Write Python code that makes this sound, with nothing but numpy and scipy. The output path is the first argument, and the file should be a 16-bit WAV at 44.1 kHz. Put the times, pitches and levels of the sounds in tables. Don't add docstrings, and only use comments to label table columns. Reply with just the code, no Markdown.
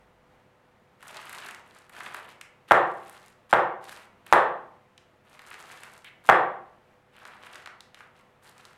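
import sys
import numpy as np
from scipy import signal
from scipy.fft import rfft, irfft
from scipy.io import wavfile
from scipy.ndimage import uniform_filter1d

SR = 44100
rng = np.random.default_rng(int(sys.argv[2]) if len(sys.argv) > 2 else 0)


def unload_audio(sound):
    columns = np.transpose(np.atleast_2d(sound))
    steps = np.round(np.clip(columns, -1, 1) * 32767)
    wavfile.write(sys.argv[1], SR, steps.astype(np.int16))


N = 386757
TIME = np.arange(N) / SR


def gain_of(db):
    return 10 ** (np.asarray(db) / 20)


def unit_rms(x):
    return x / np.sqrt(np.mean(x ** 2) + 1e-20)


def curve_at(points, hz):
    freqs, values = np.transpose(points)
    return np.interp(np.log(hz + 1), np.log(freqs), values)


def add(mix, time_s, sound):
    part = mix[round(time_s * SR):][:len(sound)]
    part += sound[:len(part)]


def ring(x, response):
    return signal.oaconvolve(x, response)[:N]


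def drift(hz):
    knots = rng.standard_normal(4096)
    return unit_rms(np.interp(2 * hz * TIME, np.arange(len(knots)), knots))


def click(eq, size=2048):
    log_gain = np.log(gain_of(curve_at(eq, abs(np.fft.fftfreq(size, 1 / SR)))))
    minimum_phase = np.exp(np.conj(signal.hilbert(log_gain)))
    pulse = np.fft.ifft(minimum_phase).real[:size // 2]
    return pulse / abs(pulse).max()


def burst(decay_s, size=4096):
    spectrum = rfft(rng.standard_normal(size) * np.exp(-TIME[:size] / decay_s))
    puff = irfft(spectrum / (abs(spectrum) + 1e-12), size)[:size // 2]
    return puff / np.linalg.norm(puff)


# (frequency [Hz], relative level [dB])
AIR_EQ = [(25, -11.5), (60, -5), (120, -4.5), (200, 0.5), (300, -5), (500, -5), (800, -3.5), (1200, -7),
          (2000, -11), (3000, -17.5), (5000, -27.5), (9000, -32), (16000, -38)]
# (frequency [Hz], level [dB])
HUM_PARTIALS = [(100, -76), (134.6, -76), (203, -84), (242, -88.5), (371.4, -78), (500.6, -72), (606, -79)]


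def room_tone(air_db=-62.5, swell_db=.6, waver_hz=.5, drone_hz=54, drone_db=-69):
    air_colour = gain_of(curve_at(AIR_EQ, np.fft.rfftfreq(N, 1 / SR)))
    air = unit_rms(irfft(rfft(rng.standard_normal(N)) * air_colour, N))
    air *= gain_of(air_db + swell_db * drift(4.4))
    hum = np.zeros(N)
    for hz, db in HUM_PARTIALS:
        cycles = np.cumsum(hz + waver_hz * drift(6.8)) / SR
        hum += gain_of(db) * np.sqrt(2) * np.sin(2 * np.pi * cycles)
    fade_out = np.interp(TIME, [.2, .45], [1, 0])
    drone = gain_of(drone_db) * np.sin(2 * np.pi * drone_hz * TIME) * fade_out
    return air + hum + drone


# (start [s], length [s], crinkle drive [dB], sheet drive [dB])
GRIP_CUES = [(0.994, 0.63, -56, -45.5), (1.627, 0.27, -68, -59), (1.92, 0.17, -55, -45),
             (2.05, 0.32, -61, -49), (2.853, 0.11, -64, -62), (2.94, 0.4, -62.5, -56),
             (3.81, 0.25, -56, -50), (5.242, 0.21, -69, -60.5), (5.371, 0.67, -59.5, -51),
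             (7.121, 0.37, -69, -54), (7.42, 0.23, -62, -48.5), (7.94, 0.14, -67.5, -54.5),
             (8.14, 0.092, -76.5, -63.5), (8.42, 0.11, -60, -56.5), (8.52, 0.26, -69, -58)]


def grip_envelopes(skew=.8, arch=0.65):
    envelopes = np.zeros((2, N))
    for start, length, *drives_db in GRIP_CUES:
        progress = np.clip((TIME - start) / length, 0, 1) ** skew
        swell = np.sin(np.pi * np.minimum(progress, 1 - progress)) ** arch
        envelopes += gain_of(drives_db)[:, None] * swell
    return envelopes


def patch_click(eq, pitch_hz, octaves):
    hz = np.geomspace(100, 16000, 40)
    hump_db = -20 * np.log10(1 + (np.log2(hz / pitch_hz) / octaves) ** 2)
    return click(np.c_[hz, hump_db + curve_at(eq, hz)])


def paper_grains(eq, band_hz, per_s, spread_db, rub, octaves, bands=8, pool=4000):
    buckles = np.zeros(N)
    per_band = int(per_s * N / SR / bands)
    for pitch_hz in np.geomspace(*band_hz, bands):
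        onsets = rng.integers(0, N, pool)
        sizes = gain_of(spread_db * np.minimum(rng.exponential(1, pool), 4))
        sizes *= rng.choice([-1, 1], pool)
        triggers = np.bincount(onsets[:per_band], sizes[:per_band], N)
        grain = patch_click(eq, pitch_hz, octaves)
        buckles += ring(triggers, grain / np.linalg.norm(grain)) * gain_of(curve_at(eq, pitch_hz))
    friction = ring(rng.standard_normal(N), click(eq))
    return unit_rms(unit_rms(buckles) + rub * unit_rms(friction))


# (start [s], end [s], crinkle drive [dB], sheet drive [dB])
SLIDE_CUES = [(2.679, 2.734, -60, -49), (3.495, 3.52, -52, -49.5), (4.259, 4.325, -63.5, -53.5),
              (6.24, 6.294, -53.5, -50)]
# (frequency [Hz], relative level [dB])
CRINKLE_EQ = [(500, -33), (2000, -8), (3800, 4), (5500, -1.5), (8500, 2), (12000, -1), (14000, -7),
              (16000, -16)]
# (frequency [Hz], relative level [dB])
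SHEET_EQ = [(100, -13.5), (250, -4.5), (500, -6.5), (900, -2.5), (1400, -1.5), (2000, -4), (2800, -3.5),
            (4000, -8.5), (6000, -24), (12000, -55)]


def paper_rustle(sheet_trim_db=-2, clump_db=3.0):
    envelopes = grip_envelopes()
    for start, end, *drives_db in SLIDE_CUES:
        envelopes += gain_of(drives_db)[:, None] * ((TIME > start) & (TIME < end))
    clumps = unit_rms(gain_of(clump_db * drift(30)))
    crinkle_level, sheet_level = uniform_filter1d(envelopes, 300, axis=1) * clumps
    crinkle = paper_grains(CRINKLE_EQ, (3420, 12500), per_s=420, spread_db=5.5, rub=0.4, octaves=0.78)
    sheet = paper_grains(SHEET_EQ, (690, 2970), per_s=300, spread_db=2.5, rub=0.66, octaves=.6)
    return crinkle_level * crinkle + gain_of(sheet_trim_db) * sheet_level * sheet


# (frequency [Hz], relative level [dB])
POP_EQ = [(100, -4.5), (1400, 2), (3200, -1), (6000, -11), (12000, -26.5)]


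def crease_snap(tick_size, pop_size, pop_hz, tick_boost_db=3, pop_boost_db=12, pop_t60_s=.024):
    tick_noise = burst(decay_s=0.0017)
    tick_hz = 6500 * 2 ** rng.uniform(-1.3, 1.0)
    tick = signal.fftconvolve(tick_noise, patch_click(CRINKLE_EQ, tick_hz, octaves=0.84))
    pop_noise = burst(decay_s=pop_t60_s / np.log(1000))
    pop = signal.fftconvolve(pop_noise, patch_click(POP_EQ, pop_hz, octaves=0.68))
    pop /= abs(pop).max()
    return tick_size * gain_of(tick_boost_db) * tick + pop_size * gain_of(pop_boost_db) * pop


def small_creases(per_s=22, tick_db=12.5, pop_db=-7, spread_db=2.5, pop_hz=1510, octaves=0.46, count=300):
    out, envelopes = np.zeros(N), grip_envelopes()
    times = (np.arange(count) + rng.random(count)) / per_s
    for time_s, (tick_jitter, pop_jitter, detune) in zip(times, rng.standard_normal((count, 3))):
        crinkle_level, sheet_level = envelopes[:, min(round(time_s * SR), N - 1)]
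        if time_s < TIME[-1] and crinkle_level > 0:
            tick_size = crinkle_level * gain_of(tick_db + spread_db * tick_jitter)
            pop_size = sheet_level * gain_of(pop_db + spread_db * pop_jitter)
            add(out, time_s, crease_snap(tick_size, pop_size, pop_hz * 2 ** (octaves * detune)))
    return out


# (time [s], tick drive [dB], pop drive [dB], pop pitch [Hz])
SNAP_CUES = [(1.0271, -40, -49.5, 1430), (1.0806, -32, -65, 1100), (1.1455, -39, -47, 1220),
             (1.1695, -29, -63, 1400), (1.295, -31, -43.5, 1490), (1.3284, -28, -47, 1760),
             (1.354, -37, -52, 1600), (1.402, -38, -53, 1460), (1.4681, -48, -52, 1460),
             (1.4862, -32.5, -45, 1680), (1.547, -33.5, -47.5, 2010), (1.8953, -40, -56, 1620),
             (1.9655, -43, -48, 1800), (2.0057, -50, -39, 1560), (2.1452, -30, -38.5, 1440),
             (2.4119, -30.5, -43, 2400), (3.0962, -33, -53, 1500), (3.282, -41, -64, 1000),
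             (3.8929, -35, -44, 1470), (4.2645, -36.5, -53, 1480), (4.9779, -41.5, -54.5, 3620),
             (5.3928, -41, -48.5, 1930), (5.5128, -56, -43.5, 1630), (5.5414, -35.5, -50, 2030),
             (5.8343, -33, -43.5, 1660), (5.9777, -40.5, -59.5, 1100), (6.045, -40, -52.5, 2040),
             (7.2524, -36.5, -45.5, 1420), (7.556, -32.5, -45.5, 1530), (7.6597, -34, -44.5, 1690),
             (7.6734, -39, -40.5, 1200), (7.8062, -32.5, -52.5, 2300), (7.9448, -37.5, -53, 1867),
             (8.0059, -55, -44, 1370), (8.5803, -40, -67.5, 1200), (8.6519, -36, -58, 1210)]


def loud_creases():
    out = np.zeros(N)
    for time_s, tick_db, pop_db, pop_hz in SNAP_CUES:
        add(out, time_s, crease_snap(gain_of(tick_db), gain_of(pop_db), pop_hz))
    return out


# (frequency [Hz], T60 [s])
REVERB_T60 = [(60, 0.47), (150, 0.68), (400, 0.56), (800, 0.59), (1500, 0.46), (3000, .46), (6000, 0.29),
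              (12000, 0.22)]
# (frequency [Hz], relative level [dB])
REVERB_EQ = [(30, -32.5), (70, -4.5), (140, 3), (280, -4), (380, 5.5), (550, 3), (780, 0), (1100, -0.5),
             (2000, 1), (3700, -8), (5000, -4), (8000, -6), (15000, -11.5)]
# (frequency [Hz], relative level [dB])
STANDING_WAVES = [(355, 5.5), (436, 2.5), (484, -10), (527, 1), (586, -4.5), (662, -10.5), (721, -10.5),
                  (785, -9), (845, -13.5), (1038, -5.5), (1082, -9.5), (1157, -3), (1254, -8.5),
                  (1361, -4.5), (1501, -9.5)]


def kitchen_reverb(x, waves_trim_db=-8, build_s=0.014, tail_s=.8):
    t = TIME[:SR]
    attack = 1 - np.exp(-t / build_s)
    reflections = np.zeros(SR)
    slots = np.arange(200, SR - 20, 20)
    reflections[slots + rng.integers(0, 20, len(slots))] = rng.choice([-1, 1], len(slots))
    band_hz, frame_s, bands = signal.stft(reflections, SR, nperseg=256)
    decay = gain_of(-60 * frame_s / curve_at(REVERB_T60, band_hz)[:, None])
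    tail = signal.istft(bands * decay, SR, nperseg=256)[1][:SR]
    spectrum = rfft(tail * attack)
    spectrum /= np.sqrt(uniform_filter1d(abs(spectrum) ** 2, size=90))
    spectrum *= gain_of(curve_at(REVERB_EQ, np.fft.rfftfreq(SR, 1 / SR)))
    tail = irfft(spectrum, SR) * (t < tail_s)
    waves = np.zeros(SR)
    for hz, db in STANDING_WAVES:
        envelope = gain_of(db - 60 * t / curve_at(REVERB_T60, hz))
        waves += envelope * np.sin(2 * np.pi * (hz * t + rng.random()))
    waves *= attack / np.sqrt(SR) / 2
    return ring(x, tail + gain_of(waves_trim_db) * waves)


# (frequency [Hz], relative level [dB], T60 [s])
PAN_MODES = [(155, -29.5, 0.059), (217, -26.5, 0.036), (351, -23.5, .06), (509, -12.5, 0.026),
             (643, -5, 0.0089), (785, -4.5, 0.035), (899, 0.5, 0.012), (1153, -7.5, .04), (1388, -8, 0.035),
             (1554, 3.5, 0.011), (1804, -7, 0.031), (2063, -12, 0.046), (2300, -12.5, 0.0067),
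             (2850, -11.5, .014), (3298, -15, 0.029)]
# (frequency [Hz], relative level [dB])
CRACK_EQ = [(20, -45), (100, -8.5), (400, 5), (900, 12.5), (1600, 4.5), (2500, -3.5), (4000, -13.5),
            (5500, -28.5), (9000, -34), (16000, -39)]
# (time [s], force [dB], hardness as a cut-off [Hz], crack [dB], paper rattle [dB], table thud [dB])
EDGE_HITS = [(2.7097, -4, 1700, -57, -20.5, -49), (3.5278, -5.5, 1730, -26.5, -22, -34),
             (4.3265, -17.5, 1910, 4, -18, -48.5), (6.2896, -4, 2250, -15, -18, -55)]
BASE_HITS = [(2.7190, -7, 1565, 1.5, -20.5, -27.5), (3.5370, -18, 1200, -2, -42, -38),
             (3.5450, -16.5, 880, -13, -43.5, -36.5), (4.3333, -6, 1720, -4.5, -19, -48.5),
             (6.2979, -5.5, 1725, 2, -41, -30.5)]


def pan_knocks(hits, spread_s, attack_s=0.00017, thud_hz=62, thud_s=0.0019, rattle_s=0.0061):
    out, t = np.zeros(N), np.arange(SR // 4) / SR
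    hz, db, t60 = np.transpose(PAN_MODES)[:, :, None]
    arrival_s = spread_s * np.maximum(np.sqrt(2000 / hz) - 1, 0)
    age = np.maximum(t - arrival_s, 0)
    envelopes = gain_of(db - 60 * age / t60) * (1 - np.exp(-age / attack_s))
    polarity = (-1) ** np.arange(len(PAN_MODES))[:, None]
    modes = polarity * envelopes * np.sin(2 * np.pi * hz * age)
    crack, crinkle = click(CRACK_EQ), click(CRINKLE_EQ)
    thud = np.sin(2 * np.pi * thud_hz * t) * np.exp(-t / thud_s)
    for time_s, force_db, cutoff_hz, crack_db, rattle_db, thud_db in hits:
        body = (modes / np.hypot(1, (hz / cutoff_hz) ** 2)).sum(0)
        add(out, time_s, gain_of(force_db) * body)
        add(out, time_s, gain_of(crack_db) * crack)
        add(out, time_s + .00045, -.4 * gain_of(crack_db) * crack)
        add(out, time_s, gain_of(rattle_db) * signal.fftconvolve(burst(rattle_s), crinkle))
        add(out, time_s, gain_of(thud_db) * thud)
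    return out


def finger_scrape(start_s=6.045, end_s=6.09, level_db=-50):
    # (frequency [Hz], relative level [dB])
    eq = [(700, -21.5), (1500, -3), (2400, 0.5), (3200, -1), (4400, -11.5), (5200, -27.5)]
    stroke = uniform_filter1d(1. * ((TIME > start_s) & (TIME < end_s)), size=200)
    texture = paper_grains(eq, (1600, 4185), per_s=2900, spread_db=2.5, rub=0.95, octaves=0.89)
    return gain_of(level_db) * stroke * texture


def scene(paper_send_db=-1):
    edge = pan_knocks(EDGE_HITS, spread_s=0.00411)
    base = pan_knocks(BASE_HITS, spread_s=0.001)
    paper = paper_rustle() + loud_creases() + small_creases() + finger_scrape()
    reverb = kitchen_reverb(edge) + kitchen_reverb(base) + gain_of(paper_send_db) * kitchen_reverb(paper)
    return (edge + base + paper + reverb + room_tone())[None]


def record(dry, cutoff_hz=16400):
    clipped = np.clip(dry, -1, 1)
    lowpass = signal.firwin(511, cutoff_hz, window=("kaiser", 9), fs=SR)
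    return signal.oaconvolve(clipped, lowpass[None], "same", axes=1)


dry = scene()
out = record(dry)
unload_audio(out)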